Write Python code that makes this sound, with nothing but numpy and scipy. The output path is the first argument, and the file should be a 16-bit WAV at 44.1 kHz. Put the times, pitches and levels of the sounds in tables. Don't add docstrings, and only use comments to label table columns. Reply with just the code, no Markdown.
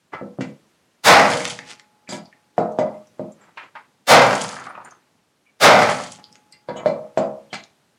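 import sys
import numpy as np
from scipy import signal
from scipy.fft import rfft, irfft
from scipy.io import wavfile
from scipy.ndimage import uniform_filter1d, minimum_filter1d

SR = 44100
rng = np.random.default_rng(int(sys.argv[2]) if len(sys.argv) > 2 else 0)


def undo_db(level):
    steps = np.asarray(level, float) / 20
    return 10 ** steps


def generate_wav(signal):
    frames = np.transpose(np.atleast_2d(signal))
    scaled = np.clip(frames, -1, 1) * 32767
    pcm = np.round(scaled).astype(np.int16)
    wavfile.write(sys.argv[1], SR, pcm)


N = 351918

# (time [s], hull [dB], crash [dB], rod [dB], grit [dB], clang [dB], middle pitch of the clang [Hz])
BLOWS = [(1.032, -5, 3.5, -43, -30.5, -2, 1335), (4.064, 3, 2, -53.5, -33, 1, 1105),
         (5.596, -5, 4, -43, -33.5, 3.5, 1520)]
# (frequency [Hz], level [dB], t60 [s])
HULL = [(442, -8, 0.36), (490, -4.5, 0.69), (556, -1.5, 0.46), (619, 1, 0.48), (670, -3.5, 0.36),
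        (716.6, -4.5, 0.22), (796, -6.5, 0.43), (860, -13.5, 0.81), (965, -7.5, 0.45), (1135, -9, 0.53),
        (1335, -11, 0.9), (1520, -9, 0.48)]
# (frequency [Hz], level [dB], t60 [s])
BENCH = [(125, -9.5, 0.1), (162, -1.5, 0.15), (198, -0.5, 0.11), (212, -6.5, 0.48), (260, -5, 0.24),
         (278, -6.5, 0.12), (330.7, -7, 0.29), (362, -8, 0.3)]
# (frequency [Hz], level [dB], t60 [s])
FITTINGS = [(1324, -4, 0.21), (1669, -4.5, 0.071), (2024, -3, 0.099), (2331, -2, 0.14), (2750, -11, 0.093),
            (2975, -7.5, 0.087), (3241, -6, 0.078), (3480, -3.5, 0.068), (3900, -5.5, 0.068),
            (4200, -5.5, 0.064), (4390, -7, .08), (4800, -6.5, 0.14), (5290, -9, .08), (6700, -4.5, 0.096),
            (6170, -6, .055), (7380, -2.5, 0.075), (7880, -5, 0.078)]
DEPTH_DB = 14


def evened(x):
    return x / np.sqrt(np.mean(x ** 2) + 1e-20)


def read(points, hz):
    f, value = np.transpose(points)
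    return np.interp(np.log(hz + 1), np.log(f + 1), value)


def add(mix, s, sound):
    part = mix[round(s * SR):][:len(sound)]
    part += sound[:len(part)]


def coloured(x, points):
    gain = undo_db(read(points, np.fft.rfftfreq(len(x), 1 / SR)))
    return evened(irfft(rfft(x) * gain, len(x)))


def grains(count, per_s, size_db):
    size = undo_db(size_db * np.minimum(rng.exponential(1, count), 4))
    return size * (rng.random(count) < per_s / SR) * rng.standard_normal(count)


def lumps(count, per_s, depth):
    rebounds = abs(grains(count, per_s, size_db=1.5))
    level = signal.lfilter([1], [1, -np.exp(-1 / (0.005 * SR))], rebounds)
    return evened(1 + depth * level)


def ring(modes, near_hz=(1,), db_per_octave=0):
    hz, db, t60 = np.transpose(modes)[:, :, None]
    t = np.arange(SR // 2, dtype=np.float32) / np.float32(SR)
    luck = rng.standard_normal(hz.shape)
    away_octaves = abs(np.log2(hz / np.array(near_hz))).min(1, keepdims=True)
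    hz = hz * (1 + .006 * rng.standard_normal(hz.shape))
    struck = rng.choice([-1, 1], hz.shape) * undo_db(db + 2 * luck - db_per_octave * away_octaves)
    decay = np.exp(np.float32(-np.log(1000) / np.maximum(t60, .02)) * t)
    sound = struck[:, 0] @ (decay * np.sin(np.float32(2 * np.pi * hz) * t))
    return sound / np.linalg.norm(struck)


def crack(hz, octaves, t60):
    t = np.arange(SR // 4) / SR
    edges_hz = np.clip(hz * 2. ** np.array([-octaves, octaves]), 50, .45 * SR)
    decay = undo_db(-60 * t / max(t60, .002)) + 0.39 * undo_db(-60 * t / 0.022)
    puff = rng.standard_normal(len(t)) * decay
    sound = signal.sosfilt(signal.butter(2, edges_hz, "band", fs=SR, output="sos"), puff)
    return sound / abs(sound).max()


def thud(hz, t60):
    t = np.arange(SR // 4) / SR
    return np.sin(2 * np.pi * hz * t) * undo_db(-60 * t / t60)


def room_hiss():
    # (frequency [Hz], level [dB per Hz])
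    colour = [(18, -43), (30, -19), (55, -3), (239, -5), (345, -8), (16000, -27)]
    suppressed_db = -65
    return undo_db(suppressed_db + DEPTH_DB) * coloured(rng.standard_normal(N), colour)


def garage(x):
    # (frequency [Hz], t60 [s])
    decay = [(100, 0.55), (500, 0.41), (2000, 0.34), (5000, 0.32), (12000, 0.14)]
    echoes = np.zeros(SR)
    at = np.arange(250, SR - 20, 20)
    echoes[at + rng.integers(0, 20, len(at))] = rng.choice([-1., 1.], len(at))
    hz, t, z = signal.stft(echoes, SR, nperseg=256)
    tail = signal.istft(z * undo_db(-60 * t / read(decay, hz)[:, None]), SR, nperseg=256)[1]
    return signal.fftconvolve(x, tail / np.linalg.norm(tail))[:N]


def rod():
    hz, t60_s = 843, 6
    out, t = np.zeros(N), np.arange(3 * SR) / SR
    for s, _, _, db, *_ in BLOWS:
        add(out, s, undo_db(db - 60 * t / t60_s) * np.sin(2 * np.pi * hz * t))
    return out


def grit(blow_s, peak_db):
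    # (time after the blow [s], level [dB])
    rain = [(.12, -24.5), (0.182, -4), (.34, 0.5), (.53, -10.5), (0.689, -36)]
    # (frequency [Hz], level [dB])
    colour = [(1000, -21), (3000, -1.5), (6000, -2), (10000, -1), (12000, -34.5), (16000, -21.5)]
    flake_hz = (2560, 3700, 5440, 7400, 8500, 12500)
    s, db = np.transpose(rain)
    t = np.arange(s[0], s[-1], 1 / SR)
    flakes = np.zeros(len(t))
    for hz in flake_hz:
        band = signal.butter(1, [hz / 1.3, hz * 0.94], "band", fs=SR)
        flakes += signal.lfilter(*band, grains(len(t), per_s=1700, size_db=3.0)) / np.sqrt(hz)
    level = undo_db(peak_db + np.interp(t, s, db)) * lumps(len(t), per_s=60, depth=1.4)
    return blow_s + s[0], level * coloured(flakes, colour) * signal.windows.tukey(len(t), .2)


def slide(s, rise, fall, db, hz, ring_db):
    rise_db, fall_db = 18.5, 25
    t = np.arange(-rise, fall, 1 / SR)
    catches = grains(len(t), per_s=6700, size_db=4.0)
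    rung = signal.fftconvolve(catches, ring(FITTINGS))[:len(t)]
    catches = evened(catches) + undo_db(ring_db) * evened(rung)
    f, _, z = signal.stft(catches, SR, nperseg=256)
    octaves = np.log2((f[:, None] + 50) / hz)
    dull_db_per_octave = 15 - 9 * np.log2(hz / 1000)
    shape = undo_db(np.where(octaves < 0, 0.64 * octaves, -dull_db_per_octave * octaves))
    shape /= 1 + (f[:, None] / 9500) ** 6
    rub = signal.istft(z * shape, SR, nperseg=256)[1][:len(t)]
    stroke_db = np.where(t < 0, rise_db * t / rise, -fall_db * t / fall)
    return s - rise, undo_db(db + stroke_db) * evened(rub) * signal.windows.tukey(len(t), .05)


def rubs():
    # (loudest time [s], rise [s], fall [s], level [dB], centre [Hz], ring of the fittings [dB])
    strokes = [(0.139, .02, .11, -29.5, 1290, -7.5), (1.715, 0.091, 0.075, -36, 2560, -25),
               (2.124, 0.033, 0.12, -36.5, 3530, -8), (3.436, 0.083, 0.23, -44.5, 1400, -14),
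               (3.644, 0.056, 0.088, -41.5, 1486, -13.5), (4.6, .1, 0.55, -40, 1320, -15),
               (4.858, .025, 0.19, -44.5, 1360, -17.5), (6.705, 0.016, 0.018, -30, 950, -19),
               (6.78, 0.035, 0.33, -36, 1036, -8), (7.533, 0.0042, 0.085, -30, 2160, -11.5)]
    out = np.zeros(N)
    for row in strokes:
        add(out, *slide(*row))
    for s, _, _, _, grit_db, *_ in BLOWS:
        add(out, *grit(s, grit_db))
    return out


def tick(hz, dry, octaves):
    dry = np.clip(dry, 0, 1)
    click = crack(hz, octaves, t60=0.0051)
    return dry * click + (1 - dry) * crack(hz, octaves=.04, t60=0.016 + 0.34 * (1 - dry) ** 2)


def flakes_landing():
    # (time [s], level [dB], pitch [Hz], dryness [0-1])
    landings = [(2.3271, -32.5, 1788, 0.64), (2.721, -38, 6100, 0.7), (2.9378, -40.5, 2070, .5),
                (3.072, -37.5, 5900, 0.8), (3.3212, -37, 7300, 0.7), (3.4091, -45.5, 7430, 0.3),
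                (4.691, -39.5, 9330, .55), (4.751, -35, 2480, 0.5), (4.847, -34.5, 7120, 0.5),
                (4.848, -31.5, 8950, 0.6), (4.909, -33, 6270, 0.67), (5.4613, -46, 2323, .3),
                (6.2413, -27.5, 3800, .95), (6.5236, -32.5, 8000, 0.7), (6.53, -41, 2083, 0.3),
                (4.4405, -23, 4000, .95), (7.501, -42.5, 3140, 0.3), (2.2563, -33.5, 4660, 0.74)]
    out = np.zeros(N)
    for s, db, hz, dry in landings:
        add(out, s, undo_db(db) * tick(hz, dry, octaves=0.51))
    return out


def bouncing_part():
    # (time [s], low band [dB], high band [dB])
    bounces = [(1.405, -15.5, -23.5), (1.4527, -10, -10), (1.5897, -18, -25), (1.7966, -32.5, -34),
               (6.327, -46.5, -33), (6.3553, -32.5, -33.5), (7.6382, -45, -29)]
    band_hz = (1720, 4800)
    out = np.zeros(N)
    for s, *dbs in bounces:
        for db, hz in zip(dbs, band_hz):
            add(out, s, undo_db(db) * tick(hz, dry=1, octaves=0.56))
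    return out


def clink(hz):
    t = np.arange(SR // 8) / SR
    touches = grains(len(t), per_s=700, size_db=1.5) * undo_db(-60 * t / 0.12)
    touches[0] = 1
    rung = ring(FITTINGS, near_hz=(hz,), db_per_octave=45)
    add(rung, 0, 1.3 * crack(hz, octaves=0.29, t60=0.012))
    return signal.fftconvolve(rung, touches / np.linalg.norm(touches))


def clinks():
    # (time [s], level [dB], pitch of the contact [Hz])
    contacts = [(0.132, -34.5, 1324), (0.409, -33.5, 2190), (2.0744, -36, 2331), (2.089, -32, 4600),
                (2.09, -30.5, 7400), (2.116, -35, 1600), (2.125, -37.5, 3241), (2.125, -39, 2331),
                (2.58, -45, 7300), (2.788, -40, 6170), (2.787, -42, 3460), (2.787, -43, 5130),
                (2.581, -45, 4400), (2.787, -34, 2024), (6.5237, -43.5, 4870), (6.5237, -44.5, 2750),
                (6.688, -33.5, 1669), (6.686, -38.5, 3700), (6.763, -38, 2975), (6.765, -41, 6700),
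                (6.791, -43.5, 1980), (6.859, -33, 1980), (6.861, -36, 4190), (7.529, -28.5, 2240),
                (7.529, -32.5, 4390)]
    out = np.zeros(N)
    for s, db, hz in contacts:
        add(out, s, undo_db(db) * clink(hz))
    return out


def scuffs():
    # (time [s], level [dB], pitch [Hz])
    contacts = [(4.531, -24.5, 1210), (4.566, -21.5, 1430), (4.588, -25, 1300), (4.656, -29.5, 1530),
                (4.669, -20.5, 1155), (4.701, -23.5, 1130), (4.753, -25.5, 1300), (4.777, -24, 1080),
                (4.803, -30, 1110), (4.848, -34, 1030), (4.859, -29, 1550), (4.875, -30.5, 1500),
                (4.921, -34, 1240)]
    out = np.zeros(N)
    for s, db, hz in contacts:
        add(out, s, undo_db(db) * (0.86 * thud(hz, t60=0.0092) + 0.63 * crack(0.9 * hz, octaves=0.4, t60=0.031)))
    return out


def hammer_taps():
    # (time [s], rattle [dB])
    contacts = [(3.573, -27), (3.753, -28.5)]
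    hz, thud_re_rattle_db = 940, -2.5
    out = np.zeros(N)
    for s, db in contacts:
        wood = thud(hz, t60=0.034) + 0.79 * crack(hz, octaves=0.25, t60=0.17)
        add(out, s, undo_db(db + thud_re_rattle_db) * wood)
        add(out, s, undo_db(db) * crack(hz=1500, octaves=0.71, t60=.18))
    return out


def wood_on_hull(db, hz, other_hz):
    sound = undo_db(-10.0) * ring(BENCH + HULL, near_hz=(hz, other_hz), db_per_octave=40.5)
    wood = signal.sosfilt(signal.butter(2, hz / 2, "high", fs=SR, output="sos"), thud(hz, t60=0.014))
    wash = crack(hz=1.5 * hz, octaves=0.31, t60=0.37)
    add(sound, 0, undo_db(3.0 + 0.26 * db) * wood + undo_db(-22.0) * wash)
    return undo_db(db) * signal.sosfilt(signal.butter(2, 2180, fs=SR, output="sos"), sound)


def rattle():
    shake = np.pad(crack(hz=1300, octaves=1.0, t60=0.17), (0, SR // 4))
    rung = signal.fftconvolve(crack(hz=3500, octaves=1.1, t60=0.06), ring(FITTINGS))[:len(shake)]
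    return shake + 0.6 * rung / abs(rung).max()


def knocks():
    # (time [s], thud [dB], thud pitch [Hz], second pitch that rings [Hz], bench [dB], rattle [dB])
    contacts = [(0.213, -19, 485, 174, -24, -58.5), (0.387, -17.5, 487, 200.1, -17.5, -65),
                (0.408, -21, 490, 195, -25, -26.5), (1.299, -6.5, 619, 490, -28.5, -20),
                (2.09, -28, 600, 970, -31, -30.5), (2.123, -20.5, 650, 965, -25, -30),
                (2.181, -26.5, 720, 362, -33.5, -43.5), (2.58, -2.5, 688, 442, -17.5, -33.5),
                (2.787, -3, 615, 521, -19.5, -30.5), (3.195, -16.5, 532, 619, -22.5, -42),
                (6.687, -14.5, 510, 1000, -26.5, -41.5), (6.759, -20.5, 619, 990, -37, -44),
                (6.859, -2.5, 619, 556, -21.5, -28.5), (7.174, -2, 660, 580, -18.5, -25.5),
                (7.529, -20, 746, 340, -31.5, -26)]
    press_db_per_s, snap_under_rattle_db = 4, 12.5
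    out, t = np.zeros(N), np.arange(SR // 2) / SR
    for s, db, hz, other_hz, bench_db, rattle_db in contacts:
        pressed = undo_db(press_db_per_s * min(db, 0) * t)
        body = wood_on_hull(db, hz, other_hz) + undo_db(bench_db) * ring(BENCH)
        add(out, s, pressed * body + undo_db(rattle_db) * rattle())
        add(out, s, undo_db(rattle_db - snap_under_rattle_db) * crack(hz=6000, octaves=0.46, t60=0.31))
    return out


def clang(hz):
    sag, sag_s = .15, .08
    t = np.arange(SR // 2) / SR
    chatter = grains(len(t), per_s=110, size_db=4.5) * undo_db(-60 * t / 0.45)
    held = ring(HULL + FITTINGS, near_hz=(640, hz, 2150), db_per_octave=28.5) * undo_db(-60 * t / 0.35)
    sound = signal.fftconvolve(held, chatter / np.linalg.norm(chatter))
    t = np.arange(len(sound)) / SR
    return np.interp(t + sag * sag_s * (1 - np.exp(-t / sag_s)), t, sound)


def blows():
    # (frequency [Hz], level [dB per Hz])
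    crash_colour = [(29, -65), (50, -43.5), (150, -16.5), (350, -14.5), (460, -5), (627, 0), (1840, -7.5),
                    (2070, -8), (3760, -23.5), (4770, -19), (9760, -36.5), (15000, -56.5)]
    # (frequency [Hz], level [dB])
    rumble = [(40, -29.5), (80, -7.5), (160, -2), (260, -3), (500, -34)]
    bench_db, rock_db, crash_t60_s = -14, -20.5, 0.62
    bench_lag_s = .045
    out, t = np.zeros(N), np.arange(2 * SR) / SR
    for s, hull_db, crash_db, _, _, clang_db, clang_hz in BLOWS:
        add(out, s, undo_db(hull_db) * ring(HULL))
        add(out, s, undo_db(clang_db) * clang(clang_hz))
        add(out, s + bench_lag_s, undo_db(bench_db) * ring(BENCH))
        add(out, s, undo_db(crash_db + 13.0) * crack(hz=2130, octaves=1.3, t60=0.13))
        crash = coloured(grains(len(t), per_s=4000, size_db=3.5), crash_colour)
        add(out, s, undo_db(crash_db - 60 * t / crash_t60_s) * crash * lumps(len(t), per_s=45, depth=2.2))
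        rock = np.minimum(t / 0.035, 1) * undo_db(rock_db - 60 * t / 1.017)
        add(out, s + bench_lag_s, rock * coloured(rng.standard_normal(len(t)), rumble))
    return out


def scene():
    hits = flakes_landing() + bouncing_part() + clinks() + scuffs() + hammer_taps() + knocks() + blows()
    rubbing = rubs()
    echoes = undo_db(-5.5) * garage(hits) + undo_db(-12.0) * garage(rubbing)
    return (hits + rubbing + rod() + echoes + room_hiss())[None]


def fade_in_overloads(x, clipped):
    over = np.flatnonzero(abs(x) > 1.5)
    starts = over[np.diff(over, prepend=-SR) > SR // 2]
    t, gain = np.arange(SR // 10) / SR, np.ones(N)
    swell = np.sin(np.pi / 2 * np.minimum(t / 0.065, 1)) ** 1.99
    for start in starts:
        peaks = -minimum_filter1d(-abs(x[:start + 50]), size=41)
        last_quiet = np.flatnonzero(peaks < .03)[-1]
        gain[last_quiet:][:len(t)] = swell
    return clipped * gain


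def suppress_hiss(x):
    z = signal.stft(x, nperseg=512, noverlap=384)[2]
    power = uniform_filter1d(abs(z) ** 2, size=15, axis=0)
    power = uniform_filter1d(power, size=7, axis=1) + 1e-20
    usual = np.percentile(power, 15, axis=1)[:, None]
    busy_db = np.clip(2 * np.log10(power.sum(0) / usual.sum()), 0, 7.0)
    fall_db = np.arange(len(busy_db)) * 128 / SR * 7
    eased_db = np.maximum.accumulate(busy_db + fall_db) - fall_db
    shut = np.clip((16.0 - 10 * np.log10(power / usual)) / 15.6, 0, 1)
    return signal.istft(z * undo_db(shut * (eased_db - DEPTH_DB)), nperseg=512, noverlap=384)[1][:N]


def top_cut(x):
    return signal.sosfilt(signal.butter(12, 16450, fs=SR, output="sos"), x)


def record(dry):
    mic = signal.sosfilt(signal.butter(2, 10500, fs=SR, output="sos"), dry[0])
    clipped = mic / (1 + (mic / 0.59) ** 4) ** (1 / 4)
    clipped = signal.sosfilt(signal.butter(3, 120, "high", fs=SR, output="sos"), clipped)
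    mix = suppress_hiss(fade_in_overloads(mic, clipped))
    return top_cut(mix[None])


dry = scene()
out = record(dry)
generate_wav(out)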